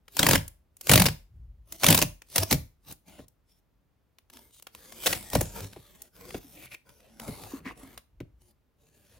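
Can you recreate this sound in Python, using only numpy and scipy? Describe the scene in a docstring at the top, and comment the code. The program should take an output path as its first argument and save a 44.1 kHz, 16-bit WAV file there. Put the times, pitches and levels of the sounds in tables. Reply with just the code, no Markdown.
"""Cardboard tear strip

A tear strip is ripped open in short pulls, close to two microphones in a small room. Each pull bursts
a run of paper bridges: clusters of noise cracks that kick the box's decaying modes, while liner peels.
Hands slide over the card as shaped crack noise, a few last bridges give way, creases tick as short
bursts, panels buckle and flaps knock as swept or ringing sines, over a quiet noise rumble."""
import sys
import numpy as np
from scipy import signal
from scipy.fft import rfft, irfft
from scipy.io import wavfile

SR = 44100
rng = np.random.default_rng(int(sys.argv[2]) if len(sys.argv) > 2 else 0)


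def log_audio(samples):
    """Write samples as a 16-bit WAV file to the path given in sys.argv[1]."""
    # one column per channel
    frames = np.atleast_2d(samples).T
    # limit to full scale, then quantise
    limited = np.clip(frames, -1, 1)
    pcm = np.round(limited * 32767).astype(np.int16)
    wavfile.write(sys.argv[1], SR, pcm)


N = 405478
TIME = np.arange(N) / SR
BURST_LEAD_S = 2048 / SR  # a burst sits in the middle of its window

# pulls on the strip, each bursting a run of evenly spaced paper bridges:
# start_s, bridge_count, gap_ms, first_level_db, change_per_bridge_db, treble_lift_db, box_kick_db
PULLS = [(0.195, 3, 36.5, -13.5, 1, -3.5, -18.5), (0.290, 4, 22.6, -12.5, -1.02, -4.5, -17),
         (0.8971, 4, 20.5, -11, 1, -0.5, -15), (0.979, 3, 21.3, -14.5, 1, -4.5, -24.5),
         (1.059, 2, 6.5, -18.5, 1, -1.5, -26.5), (1.836, 2, 8.6, -16, 3, -4.5, -25),
         (1.867, 5, 20.5, -10.5, -0.65, -0.5, -17.5), (1.978, 2, 13, -14, -4.5, 2.5, -30.5),
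         (2.019, 2, 7, -19, 5.5, -1, -27), (2.362, 2, 21, -16.5, 2, 3.5, -33),
         (2.513, 2, 15.7, -17, 2, 0, -21), (5.063, 3, 4.5, -21, 2, -3.5, -39),
         (5.1315, 1, 20, -21.5, 0, -7, -36), (5.336, 2, 17.5, -28, 7, 3.5, -23.5),
         (5.412, 1, 18, -20, 0, 28, -50)]
# dry ticks: mostly creases as the card bends, plus lone cracks of the strip just before, within or after a
# pull: start_s, level_db, treble_lift_db
CREASES = [(0.083, -46.5, -7.5), (0.170, -24, -0.5), (0.481, -35.5, 18.5), (0.77, -48, 15),
           (0.813, -35, 7.5), (0.872, -27.5, -1), (1.087, -23.5, -10.5), (1.725, -30, 11.5),
           (1.904, -13.5, 6), (2.221, -44.5, -8), (2.302, -50, 9), (2.926, -38, 34), (3.284, -51, 19),
           (4.187, -51.5, -5.5), (4.302, -49, -4), (4.337, -48, 0), (4.372, -46, -5.5), (4.626, -43.5, 7),
           (4.671, -39.5, -9), (4.751, -41.5, -5.5), (4.924, -41, -4), (5.303, -36.5, 6), (5.562, -50, 17),
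           (5.646, -44, -8), (5.734, -46.5, -7), (6.021, -36.5, 15), (6.308, -41.5, -15), (6.746, -44, -3),
           (6.894, -52, -5), (7.005, -57.5, -5.5), (7.2, -37, -3.5), (7.438, -43, -4), (7.979, -38.5, -5.5)]
# strokes of hand or card over the box:
# start_s, length_s, grain_hiss_db, panel_scrape_db, swell_db (over the stroke)
STROKES = [(1.687, 0.073, -58, -62.5, 14), (2.424, 0.012, -36, -40.5, 1), (2.876, 0.055, -53, -56.5, 1.5),
           (3.083, 0.16, -63, -60, -5.5), (3.496, 0.1, -75.5, -90, -9), (4.345, 0.17, -65.5, -70, -14.5),
           (4.539, 0.059, -59, -83, 3), (4.743, 0.29, -56.5, -60, 10.5), (5.005, 0.049, -45, -60, 14),
           (5.093, 0.082, -39.5, -44, -11), (5.178, 0.19, -52, -56.5, -10),
           (5.327, 0.25, -49.5, -52.5, -11), (5.563, 0.11, -49.5, -48, -10),
           (5.653, 0.43, -63.5, -64.5, -5.5), (6.154, 0.23, -56.5, -56, 10.5),
           (6.36, 0.3, -59.5, -62, 10.5), (6.721, 0.025, -55, -57, -2.5), (6.867, 0.4, -69.5, -65.5, -0.5),
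           (7.218, 0.37, -53.5, -53.5, -3), (7.665, 0.059, -60, -51, -3), (7.776, 0.22, -66, -58, -6.5),
           (8.416, 0.1, -74, -77, -1), (8.801, .38, -71.5, -72.5, 11)]
# a cut edge rasping over the card: start_s, length_s, level_db, resonance_hz
RASPS = [(6.573, 0.11, -55.5, 2340), (6.72, 0.028, -44, 2350), (7.208, 0.28, -53.5, 814),
         (7.518, 0.078, -54, 1060), (7.657, 0.045, -44, 2000), (7.661, 0.051, -46.5, 1065),
         (7.8, 0.05, -56.5, 1100)]
# panels giving way under the pull or a hand: start_s, level_db, pitch_hz
BUCKLES = [(0.898, -15.5, 128.4), (0.912, -18, 203), (0.933, -13, 104.7), (1.003, -15.5, 179.6),
           (1.04, -20.5, 157), (1.086, -25.5, 152), (1.882, -17, 166), (1.901, -15.5, 294),
           (2.385, -24.5, 96), (5.614, -34.5, 98), (6.445, -46, 275), (7.428, -44.5, 105),
           (7.535, -31, 273), (7.66, -33.5, 253), (7.83, -45, 268)]
# flaps and fingers knocking on the box: start_s, level_db, contact_ms, flap_pitch_hz (at the onset)
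KNOCKS = [(2.527, -19, 3.3, 341), (3.191, -41, 0.64, 492), (5.332, -29, 0.71, 856),
          (5.353, -17.5, 0.38, 739), (5.409, -23, 0.29, 680), (5.762, -40, 0.79, 630),
          (6.344, -28, 0.06, 560), (7.283, -29.5, 1.3, 435), (7.603, -45, 1.1, 373),
          (8.203, -34.5, 0.75, 330)]
# modes of the hollow box and its panels, before each blow detunes them: pitch_hz, level_db
BOX_MODES = [(45, -15), (74, -7), (101, -2), (128, 0.5), (158, 2.5), (195, -1), (280, 1), (545, 2)]
# a sleeve passing by and jostling the box: time_s, rumble_db
SLEEVE = [(1.24, -68), (1.35, -42.5), (1.52, -50), (1.9, -73), (8.08, -81), (8.15, -56.5), (8.37, -59),
          (8.5, -73.5), (9.03, -76.5), (9.12, -66)]

# spectra, as curves through these points: frequency_hz, level_db
FIBRE_COLOUR = [(100, -20), (350, 1), (650, 2), (1000, 2), (1250, -3), (2000, 2), (4500, 1.5), (10500, -1),
                (16500, -2)]  # tearing bridges
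LINER_COLOUR = [(100, -8.5), (240, 12), (400, 2), (1000, 1.5), (1300, -2.5), (16500, -10)]  # peeling paper liner
CREASE_COLOUR = [(100, -17.5), (500, 0), (3800, -1.5), (7000, -2), (16500, -2.5)]  # dry ticks
HISS_COLOUR = [(1200, -18), (3000, 0), (14000, 1), (16500, -7)]  # rubbed paper grain
SCRAPE_COLOUR = [(60, -3), (130, 5), (280, 2), (550, 1), (1300, -14), (5000, -36.5)]  # panels answering a stroke
RASP_COLOUR = [(500, -15.5), (800, -2), (1350, -2.5), (2400, -0.5), (3600, -10), (8000, -20.5)]  # cut edges and scuffs
RUMBLE_COLOUR = [(20, -18.5), (50, 9.5), (100, -3), (800, -62)]  # air booming in the box
AIR_COLOUR = [(20, -13.5), (70, -1.5), (9570, -42), (14000, -38)]  # the room
PORT_COLOUR = [(7000, 0), (8400, -1.5), (11200, 3.5), (12000, -15.5), (13200, 5), (16500, -1.5)]  # microphone port, with a notch and a peak in the top octave


def undb(db):
    """Turn decibels into a gain."""
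    return 10 ** (np.asarray(db) / 20)


def unit(x):
    """Scale to an energy of one."""
    return x / np.sqrt(np.sum(x ** 2, axis=-1, keepdims=True))


def convolve(x, response):
    """Play a sound through a response, channel by channel."""
    return signal.fftconvolve(np.atleast_2d(x), np.atleast_2d(response), axes=-1)[:, :N]


def add(track, start_s, sound):
    """Mix a sound into a track."""
    i = max(int(start_s * SR), 0)
    track[..., i:i + sound.shape[-1]] += sound[..., :N - i]


def colour(points, size=4096):
    """Causal (minimum-phase) response of unit energy with the given spectrum."""
    hz, db = np.transpose(points)
    grid = np.maximum(np.fft.rfftfreq(size, 1 / SR), 1)
    cepstrum = irfft(np.log(undb(np.interp(np.log(grid), np.log(hz), db))))
    cepstrum[1:size // 2] *= 2
    cepstrum[size // 2 + 1:] = 0
    return unit(irfft(np.exp(rfft(cepstrum))))


def walk(rate_hz):
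    """Random wander: straight lines between draws made at the given rate."""
    steps = rng.standard_normal(N // 100)
    return np.interp(TIME * rate_hz, np.arange(len(steps)), steps)


def cracks(count, spread_db, apart_db=-3):
    """Dense fibre cracks of unequal size, rms one; each reaches the two microphones differently."""
    sizes = undb(spread_db * np.minimum(rng.exponential(size=count), 6))
    pulses = rng.standard_normal(count) + undb(apart_db) * rng.standard_normal((2, count))
    return unit(pulses * sizes) * np.sqrt(count)


def patchy(sound, spread_db, width_octaves=.17):
    """Each spot of card has its own broad resonances, a fraction of an octave wide."""
    steps = np.log2(1 + np.fft.rfftfreq(sound.shape[-1], 1 / SR)) / width_octaves
    db = np.interp(steps, np.arange(256), rng.standard_normal(256))
    return irfft(rfft(sound) * undb(spread_db * db))


def roam(sound, spread_db, size=8192):
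    """The resonances change from spot to spot, crossfading between overlapping windows."""
    out, window = np.zeros((2, N)), np.hanning(size)
    padded = np.pad(sound, ((0, 0), (0, size)))
    for i in range(0, N, size // 2):
        add(out, (i + .5) / SR, patchy(padded[:, i:i + size] * window, spread_db))
    return out


def burst(length_ms, lift_db, crackle_db, before_ms, after_ms, spread_db, patchy_db=0,
          clump_db=3, split_hz=4200, size=4096, clump_samples=64):
    """A cluster of cracks, centred in its window; finer crackle leads up to it and trails off."""
    ms = (np.arange(size) - size // 2) / SR * 1000
    age = ms / length_ms + .5
    core = np.clip(4 * age + .5, 0, 1) * np.exp(-age ** 2)  # the first fibres go quickly, the rest follow
    crackle = undb(crackle_db) * np.exp(-np.abs(ms) / np.where(ms < 0, before_ms, after_ms))
    # fibres part in small clumps
    crackle *= undb(rng.standard_normal(size // clump_samples).repeat(clump_samples) * clump_db)
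    sound = patchy(cracks(size, spread_db), patchy_db) * (core + crackle)
    hz = np.fft.rfftfreq(size, 1 / SR)
    treble = hz ** 4 / (hz ** 4 + split_hz ** 4)
    lifted = irfft(rfft(sound) * undb(lift_db * treble))
    return unit(lifted) * np.sqrt(length_ms * SR / 1000)


def bridges(trailing_db=-16):
    """Rows of start_s, level_db, treble_lift_db, box_kick_db: a steady pull meets perforations evenly."""
    rows = []
    for start, count, gap_ms, db, change_db, treble_db, kick_db in PULLS:
        for k in range(count + 1):
            step_db = change_db * min(k, count - 1)
            if k == count:  # the slackening strip parts one more bridge, weakly
                step_db += trailing_db
            rows.append((start + k * gap_ms / 1000, db + step_db, treble_db, kick_db + step_db))
    return rows


def tearing(length_ms=5.5, crackle_db=-13, before_ms=4, after_ms=13, spread_db=3, patchy_db=3):
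    """Fibres creak under strain, then a whole bridge lets go."""
    track = np.zeros((2, N))
    for s, db, treble_db, _ in bridges():
        stretched_ms = length_ms * rng.uniform(.75, 1.25)
        sound = burst(stretched_ms, treble_db, crackle_db, before_ms, after_ms, spread_db, patchy_db)
        add(track, s - BURST_LEAD_S, undb(db) * sound)
    return convolve(track, colour(FIBRE_COLOUR))


def peeling(peel_db=-17.0, edge_s=0.0059, clump_db=5, grain_db=4.0):
    """Between the bridges the paper liner peels away in ragged clumps, as long as the pull lasts."""
    effort = np.zeros(N)
    for start, count, gap_ms, db, *_ in PULLS:
        end = start + (count - 1) * gap_ms / 1000
        outside_s = np.maximum(start - TIME, 0) + np.maximum(TIME - end, 0)
        effort = np.maximum(effort, undb(db) * np.exp(-outside_s / edge_s))
    fibres = cracks(N, grain_db) * effort * undb(peel_db + clump_db * walk(300))
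    return roam(convolve(fibres, colour(LINER_COLOUR)), spread_db=3.0, size=2048)


def ringing(gain_db=-12, panel_hz=580, t60_s=.07, apart_hz=800, size=8192):
    """The panel beside the tear rings briefly at each bridge, on a note that varies at random."""
    track, t = np.zeros((2, N)), np.arange(size) / SR
    for s, db, *_ in bridges():
        hz = panel_hz * rng.uniform(.88, 1.14)
        skew = np.tanh(hz / apart_hz) * np.array([[1], [-1]])
        envelope = (1 - np.exp(-2 * hz * t)) * np.exp(-np.log(1000) * t / t60_s)
        add(track, s, undb(db + gain_db) * envelope * np.sin(2 * np.pi * hz * t + skew))
    return track


def box_ring(bend_s=.05, apart_hz=1300, ring_cycles=24):
    """Box response: low bending waves arrive late, high modes meet the microphones out of step."""
    t = np.arange(SR) / SR
    ring = 0
    for k, (hz, db) in enumerate(BOX_MODES):
        age = np.maximum(t - bend_s / np.sqrt(hz), 0)
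        skew = (-1) ** k * hz / apart_hz * np.array([[1], [-1]])
        attack = 1 - np.exp(-2 * np.pi * hz * age)
        decay = np.exp(-np.log(1000) * age * hz / ring_cycles)  # down 60 dB after ring_cycles
        ring = ring + undb(db) * attack * decay * np.sin(2 * np.pi * hz * age + skew + np.pi / 4)
    return ring


def push(contact_ms, size=1024):
    """A soft blow of unit area: the longer the contact, the duller."""
    ms = np.arange(size) / SR * 1000
    force = ms * np.exp(-2 * np.pi * ms / contact_ms)
    return force / force.sum()


def thumping(kick_db=-5, kick_ms=2.1, knock_db=-8, graze_db=11, graze_ms=0.16):
    """Bursting bridges spring the lid back and knocks strike the same box, detuned afresh each blow."""
    track, ring, i = np.zeros((2, N)), box_ring(), np.arange(SR // 2)
    blows = [(s - .002, db + kick_db, kick_ms) for s, _, _, db in bridges()]
    for s, db, ms, _ in KNOCKS:
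        lost_db = graze_db / (1 + (ms / graze_ms) ** 2)  # a brief tap hardly moves the box
        blows.append((s, db + knock_db - lost_db, ms))
    for s, db, ms in blows:
        tuning = rng.uniform(.9, 1.12)
        bent = [np.interp(i * tuning, np.arange(SR), side) for side in ring]
        add(track, s, undb(db) * convolve(bent, push(ms)))
    return track


def buckling(swell_cycles=1.7, uneven_db=2, size=8192):
    """A panel gives way: a ragged thud of a few cycles."""
    track, t = np.zeros(N), np.arange(size) / SR
    for s, db, hz in BUCKLES:
        age = hz * t / swell_cycles
        phase = 2 * np.pi * hz * t + .5 * walk(hz)[:size]
        level = undb(db + uneven_db * walk(hz)[:size])
        add(track, s, level * age * np.exp(1 - age) * np.sin(phase))
    return track


def creasing(length_ms=4.3, crackle_db=-18, before_ms=2.0, after_ms=10, spread_db=3):
    """Short dry ticks of bending card, and lone cracks of the strip around the pulls."""
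    track = np.zeros((2, N))
    for s, db, treble_db in CREASES:
        tick = burst(length_ms, treble_db, crackle_db, before_ms, after_ms, spread_db)
        add(track, s - BURST_LEAD_S, undb(db) * tick)
    return convolve(track, colour(CREASE_COLOUR))


def rubbing(attack_s=0.015, release_s=0.0066, strain_hiss_db=-23, strain_scrape_db=-33.5, strain_rise_s=0.023):
    """Gains of hiss and scrape: strokes start quickly, swell or fade; strain builds before each pull."""
    t = TIME[::64]
    power = np.zeros((2, len(t)))
    for start, length, hiss_db, scrape_db, swell_db in STROKES:
        before, after = np.minimum(t - start, 0), np.maximum(t - start - length, 0)
        gate = np.exp(before / attack_s - after / release_s)
        swell = undb(swell_db * (np.clip((t - start) / length, 0, 1) - .5))
        power += np.outer(undb([hiss_db, scrape_db]), gate * swell) ** 2
    for start, _, _, db, *_ in PULLS:  # a creak as the pull takes up the slack
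        strain = np.exp(np.minimum(t - start, 0) / strain_rise_s) * (t < start)
        power += np.outer(undb([db + strain_hiss_db, db + strain_scrape_db]), strain) ** 2
    return [np.interp(TIME, t, gain) for gain in np.sqrt(power)]


def sliding(panel_db=-1, rasp_db=-8, catch_db=1.5, snag_db=2.0, grain_db=2.0):
    """Skin and card catch and slip on the paper grain; the panels and cut edges answer."""
    snags = np.clip(walk(260), 0, 2) ** 2  # now and then a single fibre snags and lets go
    catch = undb(catch_db * walk(70) + snag_db * snags)
    hiss, scrape = catch * rubbing()
    grain = convolve(cracks(N, grain_db) * hiss, colour(HISS_COLOUR))
    panel = convolve(cracks(N, grain_db, apart_db=-4) * scrape, colour(SCRAPE_COLOUR))
    rasp = convolve(cracks(N, grain_db) * scrape, colour(RASP_COLOUR))
    answer = undb(panel_db) * panel + undb(rasp_db) * rasp
    return roam(grain, spread_db=4.5) + roam(answer, spread_db=6.5)


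def crinkling(crinkle_db=-7, per_s=70, spread_db=2, decay_ms=1.0, size=512):
    """Rubbed card also gives off separate small ticks, louder where the rubbing hisses louder."""
    struck = rng.random(N) < per_s / SR
    ticks = struck * cracks(N, spread_db) * np.sqrt(SR / per_s) * rubbing()[0]
    crunch = unit(rng.standard_normal(size) * np.exp(-np.arange(size) / SR * 1000 / decay_ms))
    return undb(crinkle_db) * convolve(convolve(ticks, crunch), colour(CREASE_COLOUR))


def rasping(edge_s=0.0059, slips_per_s=450, slip_db=3, rough_db=3.5, skirt_db=-16, size=16384):
    """A cut edge catches and slips over the flutes, ringing the free end of the flap."""
    track, t = np.zeros((2, N)), np.arange(size) / SR - BURST_LEAD_S
    for start, length, db, hz in RASPS:
        gate = np.exp((np.minimum(t, 0) - np.maximum(t - length, 0)) / edge_s)
        slips = undb(slip_db * walk(slips_per_s) + rough_db * walk(71.3))[:size]
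        slips /= np.sqrt(np.mean(slips ** 2))
        flap = colour([(hz / 4, 2 * skirt_db), (hz / 1.4, skirt_db), (hz, 0),
                       (hz * 1.4, skirt_db), (hz * 4, 2 * skirt_db), (hz * 8, 3 * skirt_db)])
        rasp = convolve(cracks(size, spread_db=0.0) * gate * slips, flap)
        add(track, start - BURST_LEAD_S, undb(db) * rasp)
    return track


def flexing(flex_db=-1, fall_ms=14, swell_cycles=2.94, buckle_db=3.5, size=4096):
    """A knocked flap gives a rough, hollow pop, falling in pitch as slower bending waves arrive."""
    track = np.zeros(N)
    ms = np.arange(size) / SR * 1000
    for s, db, _, start_hz in KNOCKS:
        hz = start_hz / (1 + ms / fall_ms)
        age = start_hz * ms / 1000 / swell_cycles
        phase = 2 * np.pi * np.cumsum(hz) / SR + .9 * walk(start_hz)[:size]
        pop = np.sin(phase) * age * np.exp(1 - age)
        pop *= undb(buckle_db * walk(2 * start_hz))[:size]  # the flutes buckle unevenly
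        add(track, s, undb(db + flex_db) * pop)
    return track


def scuffing(scuff_db=-6.5, decay_ms=7, size=2048):
    """A knock crushes the surface for a moment: the shorter the contact, the louder the scuff."""
    track = np.zeros((2, N))
    fade = np.exp(-np.arange(size) / SR * 1000 / decay_ms)
    for s, db, ms, _ in KNOCKS:
        level = undb(db + scuff_db) / (1 + ms ** 2)
        add(track, s, level * fade * cracks(size, spread_db=-13.5))
    return convolve(track, colour(RASP_COLOUR))


def rumbling(drag_db=-6):
    """The air in the box booms softly when it is jostled or dragged."""
    time_s, rumble_db = np.transpose(SLEEVE)
    jostle = undb(np.interp(TIME, time_s, rumble_db))
    shake = jostle + undb(drag_db) * rubbing()[1]
    return convolve(rng.standard_normal(N) * shake, colour(RUMBLE_COLOUR))


def ports(x, apart_hz=8000):
    """Long waves reach both microphones alike; short ones arrive out of step."""
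    hz = np.fft.rfftfreq(N, 1 / SR)
    turn = np.exp(1j * np.pi / 4 * np.tanh((hz / apart_hz) ** 2))
    return irfft(rfft(x) * np.array([turn, turn.conj()]), N)


def room(x, wet_db=-15, build_s=0.0056, alike_hz=500, t60_s=0.27):
    """Diffuse tail of a small furnished room: decaying noise that builds up quickly."""
    t = np.arange(SR) / SR
    noise = rng.standard_normal((2, SR))
    lowpass = signal.butter(2, alike_hz, fs=SR, output="sos")
    noise[1] += signal.sosfilt(lowpass, noise[0] - noise[1])  # long waves reach both microphones alike
    tail = noise * np.exp(-np.log(1000) * t / t60_s)
    return undb(wet_db) * convolve(x, unit(tail * (1 - np.exp(-t / build_s))))


def air(gain_db=-74.5):
    """Quiet room rumble: noise common to both microphones plus as much of each one's own."""
    noise = rng.standard_normal(N) + rng.standard_normal((2, N))
    return undb(gain_db) * convolve(noise, colour(AIR_COLOUR))


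def scene(balance_db=0.86):
    """Everything happens on the box, just in front of the microphones, with the room around it."""
    tear = tearing() + peeling() + ringing() + thumping() + buckling()
    handling = creasing() + sliding() + crinkling() + rasping()
    knocks = flexing() + scuffing()
    card = ports(tear + handling + knocks + rumbling())
    balance = undb(np.array([[balance_db], [-balance_db]]) / 2)
    return (card + room(card)) * balance + air()


def record(dry, low_cut_hz=33, top_hz=15900):
    """The microphones colour the treble and drop the deepest bass; peaks round off, the top is cut."""
    low_cut = signal.butter(2, low_cut_hz, "high", fs=SR, output="sos")
    top_cut = signal.ellip(12, .2, 90, top_hz, fs=SR, output="sos")
    sound = signal.sosfilt(low_cut, convolve(dry, colour(PORT_COLOUR)))
    return signal.sosfilt(top_cut, np.tanh(sound))


dry = scene()
out = record(dry)
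log_audio(out)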